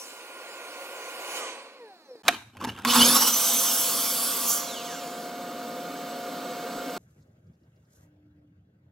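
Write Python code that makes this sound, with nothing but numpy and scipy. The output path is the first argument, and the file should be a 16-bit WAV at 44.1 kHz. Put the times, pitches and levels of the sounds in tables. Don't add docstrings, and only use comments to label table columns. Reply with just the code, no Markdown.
import sys
import numpy as np
from scipy import signal
from scipy.fft import rfft, irfft, next_fast_len
from scipy.io import wavfile
from scipy.ndimage import uniform_filter1d

SR = 44100
rng = np.random.default_rng(int(sys.argv[2]) if len(sys.argv) > 2 else 0)


def store_pcm(level_fs):
    pcm = np.round(np.clip(level_fs, -1, 1) * 32767).astype(np.int16)
    wavfile.write(sys.argv[1], SR, np.atleast_2d(pcm).T)


def makeup_ratio(level_db):
    decades = np.asarray(level_db, float) / 20
    return 10 ** decades


N = 392931
T = np.arange(N) / SR
EDGE_HZ = 15880

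# start t/s, end t/s
SHOTS = [
    (0, 2.223),
    (2.234, 6.979),
    (6.985, 9),
]


def evened(x):
    return x / np.sqrt(np.mean(x ** 2) + 1e-20)


def filtered(x, order, hz, kind):
    return signal.sosfilt(signal.butter(order, hz, kind, fs=SR, output="sos"), x)


def read(points, hz):
    f, value = np.transpose(points)
    return np.interp(np.log(hz + 1), np.log(f + 1), value)


def columns(rows):
    s, *values = np.transpose(rows)
    gate = uniform_filter1d(((T >= s[0]) & (T < s[-1])) * 1., size=90)
    return gate, [np.interp(T, s, v) for v in values]


def during(start, end):
    return np.append(np.arange(start, end, 1 / 200), end)


def drift(per_s, t=T):
    steps = rng.standard_normal(int(N / SR * 400) + 2)
    r = np.exp(-2 * np.pi * per_s / 400)
    wander = evened(signal.lfilter([1], [1, -r], steps))
    return np.interp(t * 400, np.arange(len(steps)), wander)


def strokes(rows, rise_db_per_s, fall_db_per_s, t=T):
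    u = T[::40]
    gain = 0
    for s, hold, db in rows:
        before, after = np.maximum(s - u, 0), np.maximum(u - s - hold, 0)
        gain = gain + makeup_ratio(db - rise_db_per_s * before - fall_db_per_s * after)
    return np.interp(t, u, gain)


def lift_db(peaks, hz):
    return sum(db / (1 + (2 * (hz - f) / width) ** 2) for f, width, db in peaks)


# f/Hz, level/dB
LEAN = [
    [(300, 4.5), (1600, -4), (15000, 0)],
    [(300, 5), (1400, -2.5), (3100, -0.5), (5600, -4), (8000, -1.5), (9600, -9), (10400, 0.5), (15000, 0)],
    [(300, 2.5), (15000, -1)],
]
# f/Hz, phase/rad
LEAD = [
    [(0, 0), (1000, -.7), (2410, -1.5), (3960, -3.3), (7490, -6.4), (8960, -6), (11900, -3.3),
     (16500, -5.5)],
    [(0, 0), (500, -.2), (1290, -.4), (2200, -.1), (3800, 0), (5600, .95), (8300, .7), (9000, 1.6),
     (9650, 3.4), (10300, 5.9), (11000, 6.55), (12400, 7), (16500, 7.8)],
    [(0, 0), (300, .2), (1400, 2.9), (3400, 2), (8000, 2.3), (9990, 3.3), (11500, 6.9), (15000, 7.3)],
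]


def ports(hz, shot):
    apart = np.clip(hz / 1100, 0, 1) ** 2
    lead = np.interp(hz, *np.transpose(LEAD[shot]))
    return makeup_ratio(apart * read(LEAN[shot], hz) / 2) * np.exp(.5j * apart * lead)


# f/Hz, likeness (0-1)
LIKENESS = [
    [(300, 1), (1500, 1), (15000, 0.051)],
    [(300, 1), (1400, .88), (2000, .8), (3200, 1), (4800, .82), (7500, .68), (9000, .65), (10300, .8),
     (11000, .95), (15000, .82)],
    [(150, 0.92), (600, 0.32), (15000, 0.7)],
]


def air(spectrum, shot, peaks=(), patchy_db=0.5, comb_db=3.0):
    hz = np.fft.rfftfreq(1024, 1 / SR)
    a, b, c, d, patches = rng.standard_normal((N // 256 + 5, 513, 5), dtype=np.float32).T
    patches = evened(uniform_filter1d(uniform_filter1d(patches, size=8, axis=0), size=10, axis=1))
    same = np.clip(np.where(hz < 350, 1, read(LIKENESS[shot], hz)), -1, 1)[:, None]
    lean = ports(hz, shot)[:, None]
    left = a + 1j * b
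    right = same * left + np.sqrt(1 - same ** 2) * (c + 1j * d)
    z = np.array([left * lean, right / lean])
    x = signal.istft(z * makeup_ratio(patchy_db * patches), nperseg=1024, noverlap=768)[1]
    size = next_fast_len(N)
    fine = np.fft.rfftfreq(size, 1 / SR)
    comb = np.interp(fine, np.arange(900) * 25, rng.standard_normal(900))
    colour_db = read(spectrum, fine) + lift_db(peaks, fine) + comb_db * comb * np.clip(fine / 1200, .2, 1)
    return evened(irfft(rfft(x[:, :size], size) * makeup_ratio(colour_db), size)[:, :N])


def whine(rows, orders, body=(), waver_db=2.5, jitter=0.00084, ring=0.88):
    gate, (hz, level_db) = columns(rows)
    live = gate > 0
    hz, out = hz[live], np.zeros(N)
    turns = np.cumsum(hz * (1 + jitter * drift(25, T[live]))) / SR
    for k, db in orders:
        swell_db = level_db[live] + db + waver_db * drift(21, T[live]) + ring * lift_db(body, k * hz)
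        audible = k * hz < EDGE_HZ
        out[live] += makeup_ratio(swell_db) * audible * np.sin(2 * np.pi * (k * turns + rng.random()))
    return gate * out * np.sqrt(2)


FAN_HZ, FAN_OFF_S, FAN_SLOWING, FAN_EASE = 1418, 1.376, 2.26, .9


def fan_db(t):
    return -20 / np.log(10) * FAN_SLOWING * np.maximum(t - FAN_OFF_S, 0) ** FAN_EASE


# t/s, level/dB
NEARNESS = [(0, -46.5), (.6, -41.5), (1.04, -40), (1.24, -38.5), (1.34, -36), (1.48, -31), (1.7, -33.5),
            (2.223, -43)]
# f/Hz, level/dB
ROAR_NEAR = [(65, -95), (110, -46), (326, -6.5), (481, -9.5), (828, -1.5), (895, -8.5), (1010, 3),
             (1340, -10.5), (1450, -3.5), (1720, -9), (2460, -1.5), (3300, -12.5), (4500, -14.5),
             (5850, -36), (9900, -120)]
HISS_NEAR = [(1470, -49), (2500, -20), (2970, 3.5), (3160, -6.5), (3950, -5.5), (7420, -6.5),
             (15200, -12.5), (16000, -14)]
SHOP_NEAR = [(110, -31.5), (170, -11), (250, 3.5), (400, 1.5), (1000, -4.5), (3000, -24), (4200, -2),
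             (6000, -18), (15000, -26)]
# f/Hz, width/Hz, lift/dB
DUCT_NEAR = [(248, 6.8, 9), (504, 166, 13.5), (778, 21, -6), (2370, 30, -11), (3160, 28, -20),
             (3900, 50, -9)]
ROAR_LAW, HISS_LAW = 2.16, 3.55
HISS_GAIN = 1.92
HISS_DB, HISS_FLOOR_DB, SHOP_NEAR_DB = -51.5, -101, -58.5
COAST_DB, COAST_DB_PER_S = -45, 52
HISS_TOP_LAW, HISS_TOP_MIN_DB = 9, -25


def extractor_near():
    gate, (near_db,) = columns(NEARNESS)
    speed_db = fan_db(T)
    roar = makeup_ratio(near_db + ROAR_LAW * speed_db)
    hiss = makeup_ratio(HISS_DB + HISS_GAIN * (near_db + 42.5) + HISS_LAW * speed_db)
    hiss = hiss + makeup_ratio(HISS_FLOOR_DB) + makeup_ratio(COAST_DB - COAST_DB_PER_S * T)
    jet = air(HISS_NEAR, 0, patchy_db=3.5)
    top = makeup_ratio(np.maximum(HISS_TOP_LAW * speed_db, HISS_TOP_MIN_DB)) * filtered(jet, 4, 9500, "high")
    jet = filtered(jet, 4, 9500, "low") + top
    shop_air = makeup_ratio(SHOP_NEAR_DB) * air(SHOP_NEAR, 0, [(4200, 23, 10.5)])
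    return gate * (roar * air(ROAR_NEAR, 0, DUCT_NEAR) + hiss * jet + shop_air)


# order, level/dB
FAN_ORDERS = [(2, 1), (3, -9), (4, -12)]
FAN_UPPER = [(4, -3), (5, -9), (6, -9), (7, -10), (8, -8), (9.5, -6), (11, -9), (12, -9), (14, -7),
             (17, -9)]
# order, level/dB
VANES = [(21.4, -10), (42.8, -5)]
# f/Hz, width/Hz, lift/dB
HOSE = [(1750, 600, 15), (2500, 500, 8), (4000, 700, 17), (7500, 4000, -14)]
VANE_BAND = [(4900, 2000, 21), (8000, 800, 4), (14000, 1500, 3), (11000, 4000, -8)]
# t/s, f/Hz, level/dB
FAN_FAR = [(3.35, 664, -44), (3.5, 685, -40.5), (4.4, 691, -44.5), (4.9, 708, -39), (6.985, 710, -38)]
FAN_TONE_DB, FAN_TONE_LAW = -62, 0.92


def fan_tones():
    t = during(*SHOTS[0])
    level_db = FAN_TONE_DB + FAN_TONE_LAW * fan_db(t) - 11 * np.exp(-t / 0.22)
    down = np.transpose([t, FAN_HZ * makeup_ratio(fan_db(t)), level_db])
    # f/Hz, width/Hz, lift/dB
    drum = [(506, 140, 40.5), (780, 170, 21.0), (990, 180, 12.0), (1410, 90, 7.0), (581, 89, -23),
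            (233.0, 120, -34)]
    inlet = [(460, 150, 32), (1150, 380, 25), (1410, 90, 6), (233, 176, -31)]
    tones = whine(down, [(1, 0.0038)], inlet, waver_db=0.5)
    tones += whine(down, FAN_ORDERS, drum, waver_db=2.0)
    tones += whine(down, FAN_UPPER, HOSE, waver_db=-1.5)
    tones += whine(down, VANES, VANE_BAND, waver_db=5.5)
    return tones + whine(FAN_FAR, [(1, -1.5), (2, -28.0)], waver_db=1.0)


# start t/s, length/s, f/Hz, slowing per s, level/dB, fade/(dB/s)
BRAKES = [
    (0, .16, 1130, 6.6, -48, 90),
    (4.58, .5, 1030, 3.8, -41, 24),
]
# order, level/dB
BRAKE_ORDERS = [(6, -1), (6.5, -8), (9, -5), (10, -9), (12, -6), (13, -8), (16, -10), (18, -11)]


def brakes():
    # f/Hz, width/Hz, lift/dB
    housing = [(3100, 2200, 6), (2950, 350, 5), (4250, 350, 5), (5700, 1000, -8), (2200, 500, -16),
               (7500, 3500, -16), (1600, 400, 6)]
    out = np.zeros(N)
    for start, length, hz, slowing, db, fade_db in BRAKES:
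        u = during(0, length)
        rows = np.transpose([start + u, hz * np.exp(-slowing * u), db - fade_db * u])
        out += whine(rows, BRAKE_ORDERS, housing if start else (), waver_db=2.5, jitter=.014)
    return out


# t/s, peak level/dB, f/Hz
THUMPS = [
    (2.154, -31, 480),
    (6.75, -46, 35.1),
    (6.96, -48, 34.4),
]


def thumps():
    out = np.zeros(N)
    for s, db, f in THUMPS:
        u = np.maximum(T - s, 0) * f
        out += makeup_ratio(db) * 2.2 * np.sin(2 * np.pi * u) * u * np.exp(-1.5 * u)
    return out


# t/s, peak level/dB, ring f/Hz, share of crack (0-1)
KNOCKS = [(2.155, -38.5, 540, 0.13), (2.265, -37.5, 698, 0.05), (2.281, -0.5, 3760, 0.5),
          (2.284, -2, 2330, .4), (2.287, -2.5, 710, 0.3), (2.551, -38, 845, .1), (2.555, -34.5, 845, 0),
          (2.569, -34.5, 1050, 0.5), (2.576, -36, 2500, .1), (2.61, -26.5, 1290, .2),
          (2.613, -16.5, 1072, 0.09), (2.623, -23, 1150, .05), (2.641, -21.5, 1019, .4),
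          (2.647, -11.5, 892, 0.17), (2.651, -19.5, 1003, .3), (2.678, -26.5, 898, 0.2),
          (2.692, -14, 2934, 0.1), (2.698, -20, 2806, .2), (2.72, -30.5, 2900, 0.1),
          (2.752, -32, 1100, 0.15), (2.763, -30, 2800, .2), (2.776, -33, 1589, 0.3),
          (2.788, -28, 1310, 0.3), (2.82, -39.5, 1380, 0.9), (2.849, -15, 2920, .95),
          (2.855, -7, 1090, 0.1)]
# f/Hz, level/dB, t60/s
LATCH = [(710, -8, 0.091), (1050, -10, 0.044), (1310, 1, 0.041), (1840, -7.5, 0.03), (2330, 0.5, 0.024),
         (3683, -0.5, 0.033)]
# f/Hz, level/dB
CRACK = [(88, -43.5), (150, -24.5), (1870, -3.5), (2650, -8), (8230, -17.5), (9260, -23), (9820, -15),
         (14500, -22.5), (16000, -35.5)]
KNOCK_T60, KNOCK_RISE_S = 0.042, .0005
SNAP_T60 = .014
LATCH_LAW = .2
THUD_DB, THUD_LAW = -32, 0.66


def knocks():
    out, t = np.zeros(N), np.arange(SR // 4) / SR
    hz = np.fft.rfftfreq(len(t), 1 / SR)
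    for s, db, ring_hz, share in KNOCKS:
        crack = evened(irfft(rfft(rng.standard_normal(len(t))) * makeup_ratio(read(CRACK, hz)), len(t)))
        body = filtered(crack, 2, 3500, "low")
        snap = 1.5 * (crack - body) * makeup_ratio(-60 * t / SNAP_T60)
        burst = body * makeup_ratio(-60 * t / (0.75 * KNOCK_T60)) + snap
        modes = sum(makeup_ratio(d - 60 * t / m) * np.sin(2 * np.pi * f * rng.uniform(.97, 1.03) * t)
                    for f, d, m in LATCH)
        modes = makeup_ratio(LATCH_LAW * db) * modes / abs(modes).max()
        ring_t60 = KNOCK_T60 * min(1.2, 1800 / ring_hz)
        ring = np.sin(2 * np.pi * ring_hz * t) * makeup_ratio(-60 * t / ring_t60)
        blow = share * burst + 0.28 * modes + 0.36 * ring
        thud = makeup_ratio(THUD_DB + THUD_LAW * db - 60 * t / .12) * np.sin(2 * np.pi * 260 * t)
        thud = thud * (1 - np.exp(-t / 0.0029))
        at = round(s * SR)
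        out[at:at + len(t)] += makeup_ratio(db) * blow * (1 - np.exp(-t / KNOCK_RISE_S)) + thud
    return out


SAW_HZ, SAW_ON_S = 1052, 2.87
# t/s, hold/s, level/dB
ARM = [(2.275, 0.064, -34), (2.37, 0.041, -50), (2.45, 0.053, -60.5), (2.56, 0, -60), (2.63, 0.087, -38.5),
       (2.79, 0, -42), (2.85, 0.031, -43)]
# f/Hz, level/dB
SCRAPE = [(120, -34), (200, 4.5), (671, -11.5), (899, -5), (968, -8), (1590, -7.5), (1910, -21),
          (2960, -12), (3690, -19), (7680, -26.5), (16000, -37.5)]
# t/s, level/dB
STAND = [(2.234, -64), (2.27, -60), (2.56, -56.5), (2.7, -43), (2.8, -53), (3.22, -61), (5.14, -74),
         (6.98, -79)]
# f/Hz, level/dB
BUMP = [(20, -28.5), (55, -23), (78, -4), (110, -1), (200, -35.5), (400, -90.5)]


def arm():
    moving = (T > SHOTS[1][0]) & (T < SAW_ON_S)
    scrape = moving * strokes(ARM, 330, 450) * makeup_ratio(3.3 * drift(60)) * air(SCRAPE, 1, patchy_db=3.5)
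    gate, (bass_db,) = columns(STAND)
    return scrape + gate * makeup_ratio(bass_db) * air(BUMP, 1)


# t/s, level/dB
AIR_FAR = [(2.85, -44), (3.04, -29), (3.32, -40), (4.66, -40), (6.83, -36), (6.979, -35)]
# f/Hz, level/dB
ROAR_FAR = [(26, -71), (45, -53), (150, -16), (201, -12), (238, 0), (320, -10), (510, -10.5), (636, -11),
            (702, -10), (774, -13.5), (1460, -12), (1870, -23.5), (3540, -18.5), (7950, -27.5),
            (9440, -31.5), (15800, -26)]
# f/Hz, width/Hz, lift/dB
DUCT_FAR = [(172, 27, 9), (283, 45, 6), (510, 99, 12), (1236, 50, 9.5), (1435, 67, 6.5), (2172, 160, 6.5),
            (3330, 65, -4), (6200, 42, 2), (6696, 64, 8.5), (7840, 73, 10)]


def extractor_far():
    gate, (roar_db,) = columns(AIR_FAR)
    return gate * makeup_ratio(roar_db + 1.5) * air(ROAR_FAR, 1, DUCT_FAR)


# t/s, level/dB
HUM = [(2.85, -30.5), (2.872, -21.5), (2.936, -28.5), (2.97, -18.5), (3.02, -16), (3.08, -24), (3.165, -25),
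       (3.19, -36.5), (3.6, -45.5)]


def winding_hum():
    rows = [(s, 240, db) for s, db in HUM]
    return whine(rows, [(1, -5.0), (2, -21.0), (3, -20.0)], waver_db=3.5, jitter=0.0064)


# t/s, shaft order f/Hz
SPEED = [(2.87, 340), (2.94, 532), (2.98, 655), (3.02, 743), (3.06, 808), (3.12, 885), (3.22, 980),
         (3.4, 1025), (3.75, 1052)]


def blade_speed():
    brake_s, slowing = BRAKES[1][0], BRAKES[1][3]
    braking = np.exp(-slowing * np.maximum(T - brake_s, 0))
    return np.interp(T, *np.transpose(SPEED)) / SAW_HZ * braking


# t/s, surge level/dB
SURGES = [(2.905, 1.5), (2.962, 4), (3.015, 4), (3.053, 2), (3.096, 1.5), (3.165, 6), (3.225, 5.5),
          (3.282, 6.5)]
SURGE_S = 0.013


def surges():
    wobble_db = sum(db * np.exp(-.5 * ((T - s) / SURGE_S) ** 2) for s, db in SURGES)
    return makeup_ratio(wobble_db - 2.0 * np.clip((3.4 - T) / .1, 0, 1))


# t/s, level/dB
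SAW = [(2.85, -23.5), (2.861, -27), (2.9, -17.5), (2.96, -16.5), (3.3, -25), (4.41, -31.5), (4.52, -31),
       (4.74, -37.5), (5.3, -45)]
# f/Hz, level/dB
WHOOSH = [(470, -40), (800, 3), (1150, 10), (1850, -5), (2600, -2), (3060, 1), (5110, 0), (5940, -4.5),
          (9450, -12), (10600, -15.5), (12600, -16.5), (16000, -18)]
# f/Hz, width/Hz, lift/dB
BLADE = [(3014, 30, 8), (3293, 27, 7), (3430, 21, 6), (5377, 22, 6), (6860, 30, 5), (7218, 39, 6),
         (9050, 40, 6), (9350, 900, -8), (10350, 96, 7), (10900, 200, 9), (12400, 40, 9), (13380, 60, 8),
         (13870, 60, 5)]
# t/s, level/dB
GROWL = [(3.2, -0.5), (3.5, -5), (4.0, -4), (4.45, -2.5)]
TOP_SLOW_DB, TOP_FULL_DB = -4, 8.5


def blade_whoosh():
    gate, (whoosh_db,) = columns(SAW)
    x = air(WHOOSH, 1, BLADE, patchy_db=2.5, comb_db=1.0)
    low, high = filtered(x, 4, 9000, "low"), filtered(x, 4, 9000, "high")
    frame = filtered(low, 1, [800, 1500], "band")
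    low = low + (makeup_ratio(np.interp(T, *np.transpose(GROWL))) - 1) * frame
    top_db = TOP_SLOW_DB + (TOP_FULL_DB - TOP_SLOW_DB) * abs(blade_speed()) ** 5.8
    return surges() * gate * makeup_ratio(whoosh_db - 4.5) * (evened(low) + makeup_ratio(top_db) * evened(high))


# t/s, hold/s, level/dB
GEAR = [
    (2.87, .0, -54),
    (3.02, .3, -36),
    (3.5, .05, -40),
]
# order, level/dB
GEAR_ORDERS = [(3, -11), (6, 2), (12, 1)]
STARTING_ORDERS = [(1.5, -4), (2, -5), (3, -5), (4, 4), (4.4, -3), (5, -2), (5.4, -3), (6.4, 3), (7, -2),
                   (8, 4), (9, -3), (10, -3), (11.6, -1), (12, 3), (13, -2), (14, 1), (15, -3), (16, 0),
                   (18, -3), (20, -4), (24, -5)]
# f/Hz, width/Hz, lift/dB
CASE = [(2000, 900, -10), (3000, 220, 8), (3420, 300, 7), (3800, 250, -7), (4450, 200, 4), (5100, 300, 6),
        (6400, 300, 9), (7150, 700, -11), (7850, 400, 9), (9400, 600, -5), (10300, 500, 10),
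        (11150, 250, 7), (12900, 500, 4)]


def motor():
    t = during(SAW_ON_S, BRAKES[1][0])
    level_db = 20 * np.log10(strokes(GEAR, 83, 31, t))
    spin = np.transpose([t, SAW_HZ * np.interp(t, T, blade_speed()), level_db])
    tones = whine(spin, GEAR_ORDERS, CASE, waver_db=4.5, jitter=.003, ring=.5)
    pulling = np.clip((3.27 - T) / 0.2, 0, 1)
    tones += pulling * whine(spin, STARTING_ORDERS, CASE, waver_db=5.5, jitter=0.009)
    return surges() * tones


# start t/s, end t/s, from f/Hz, to f/Hz, level/dB
DISC = [(2.89, 2.93, 2990, 3010, -27), (2.98, 3.05, 2960, 3000, -29), (3.15, 3.3, 12250, 12350, -36),
        (3.13, 3.18, 10600, 10850, -29), (3.55, 4.45, 3380, 3500, -45), (3.6, 4.45, 3090, 3130, -47),
        (3.9, 4.5, 4850, 4950, -46), (3.1, 3.32, 5560, 5720, -30), (3.3, 3.88, 5740, 5790, -36),
        (3.85, 4.2, 5790, 5780, -44), (3.07, 3.12, 10050, 10600, -23), (3, 3.03, 10150, 10350, -28),
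        (3.15, 3.6, 2870, 3090, -43), (3.2, 3.34, 5390, 5375, -36), (3.5, 3.9, 5280, 5330, -44),
        (3.7, 4.5, 4400, 4620, -44), (4, 4.55, 1090, 1175, -44), (3.2, 3.9, 7200, 7240, -41),
        (3.3, 3.75, 8120, 8150, -40), (3.1, 4.4, 10900, 11000, -42), (3.2, 4.4, 13330, 13420, -46),
        (4.66, 5, 6880, 6240, -51), (4.7, 5.05, 7900, 7500, -53), (4.8, 5.25, 6930, 7120, -55),
        (4.8, 5.05, 5720, 5900, -53), (4.78, 5.15, 4500, 4490, -58)]


def disc_modes():
    out, u = np.zeros(N), np.linspace(0, 1, 12)
    for start, end, from_hz, to_hz, db in DISC:
        hz = from_hz + (to_hz - from_hz) * u ** .8
        rows = np.transpose([start + u * (end - start), hz, db - 14 * (2 * u - 1) ** 4])
        out += whine(rows, [(1, 0)], waver_db=3, jitter=.0015)
    return out


# t/s, hold/s, level/dB
RASP = [
    (4.5, 0.0067, -32.5),
    (4.6, 0.018, -72),
]
# order, level/dB
RASP_ORDERS = [(2, -11), (8, -14), (10, 0), (11, 1.5), (12, 0.5), (13, -3)]
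RASP_TOP = [(17, 0.5), (19, -26), (21, 3), (24, -1)]


def kerf_rasp():
    kerf = [(4.35, 581, 0), (5.1, 581, 0)]  # t/s, f/Hz, level/dB
    rasp = strokes(RASP, 240, 96) * whine(kerf, RASP_ORDERS)
    return rasp + strokes(RASP[:1], 200, 160) * whine(kerf, RASP_TOP)


# t/s, hold/s, level/dB
RUSTLES = [
    (7, .9, -89),
    (7.02, .02, -74),
    (7.11, .01, -80),
    (7.19, .02, -78),
    (7.93, .11, -69),
]
# f/Hz, level/dB
RUMBLE = [(25, -41), (50, -22), (80, 0), (165, -1), (260, -14), (400, -20.5), (560, -22), (800, -32),
          (1100, -33.5), (1800, -33.5), (2400, -40.5), (4000, -47), (9000, -58), (15000, -57)]
RUSTLE = [(1470, -44), (2500, -17), (3160, -9), (5440, -5.5), (6700, 3), (7250, -1), (9960, -6),
          (13000, -7), (16000, -32)]
RUMBLE_DB, RUSTLE_FLOOR_DB = -58.5, -99
SHUFFLE_DB = 36.5


def quiet_shop():
    rumble = makeup_ratio(RUMBLE_DB + 1.2 * drift(12)) * air(RUMBLE, 2, patchy_db=2.5)
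    shuffle = filtered(rumble, 2, 350, "high")
    rumble = makeup_ratio(0.5) * rumble + makeup_ratio(SHUFFLE_DB) * np.sqrt(strokes(RUSTLES, 150, 120)) * shuffle
    moving = makeup_ratio(RUSTLE_FLOOR_DB) + strokes(RUSTLES, 300, 450)
    rustle = moving * makeup_ratio(2 * drift(50)) * air(RUSTLE, 2, patchy_db=1.5)
    return (T >= SHOTS[2][0]) * (rumble + rustle)


# t/s, peak level/dB, f/Hz
TICKS = [(7.105, -72, 4500), (7.186, -70, 4800), (7.206, -66, 4760), (7.218, -62, 4600), (7.224, -64, 6800),
         (7.27, -72, 6800), (7.466, -69, 5120), (7.532, -69, 5100), (7.55, -72, 5200), (7.6, -74, 4600),
         (7.632, -69, 4700), (7.645, -72, 5500), (7.759, -67, 4930), (7.848, -68, 4880)]
TICK_T60 = .06


def ticks():
    out, t = np.zeros(N), np.arange(2000) / SR
    for s, db, hz in TICKS:
        puff = evened(filtered(rng.standard_normal(len(t)), 2, [.83 * hz, 1.2 * hz], "band"))
        shape = makeup_ratio(db - 7 - 60 * t / TICK_T60) * (1 - np.exp(-t / .002))
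        out[round(s * SR):][:len(t)] += shape * puff
    return out


# t/s, f/Hz, level/dB
FAINT_HUM = [(7.95, 304, -78), (8.1, 300, -65.5), (8.26, 300, -61.5), (8.5, 297, -63.5),
             (8.6, 297.3, -75.5), (8.9, 298, -72)]


def faint_hum():
    return whine(FAINT_HUM, [(1, 0)], waver_db=2.5)


ROOM_T60, ROOM_DB = 0.44, -18.5


def room(x):
    taps = rng.choice([-1., 0, 1.], (2, SR // 2), p=[.025, .95, .025])
    taps *= makeup_ratio(-60 * np.arange(SR // 2) / SR / ROOM_T60) * (np.arange(SR // 2) > 150)
    taps = filtered(taps, 2, [900, 13000], "band")
    return signal.fftconvolve(x[None], taps / np.linalg.norm(taps[0]), axes=1)[:, :N]


def scene():
    tones = fan_tones() + brakes() + thumps() + knocks()
    tones += winding_hum() + motor() + disc_modes() + kerf_rasp()
    mix = extractor_near() + arm() + extractor_far() + blade_whoosh()
    mix = mix + quiet_shop() + ticks() + faint_hum()
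    size = next_fast_len(N)
    hz = np.fft.rfftfreq(size, 1 / SR)
    for shot, (start, end) in enumerate(SHOTS[:2]):
        inside = (T >= start) & (T < end)
        step = ports(hz, shot)
        bass = np.minimum(hz / (150, 20)[shot], 1) ** 2
        direct = irfft(rfft(tones * inside, size) * bass * np.array([step, 1 / step]), size)[:, :N]
        mix = mix + inside * (direct + makeup_ratio(ROOM_DB) * room(tones * inside))
    return mix * ((T < SHOTS[0][1]) | (T >= SHOTS[1][0]))


def roll_off(x):
    return signal.sosfilt(signal.butter(12, 16900, fs=SR, output="sos"), x)


def record(dry):
    dry = filtered(dry, 2, 45, "high")
    edge = signal.firwin(511, EDGE_HZ, window=("kaiser", 9), fs=SR)
    limited = signal.oaconvolve(dry, edge[None], "same")
    mix = 0.92 * np.tanh(limited / 1.006)
    return roll_off(mix)


dry = scene()
out = record(dry)
store_pcm(out)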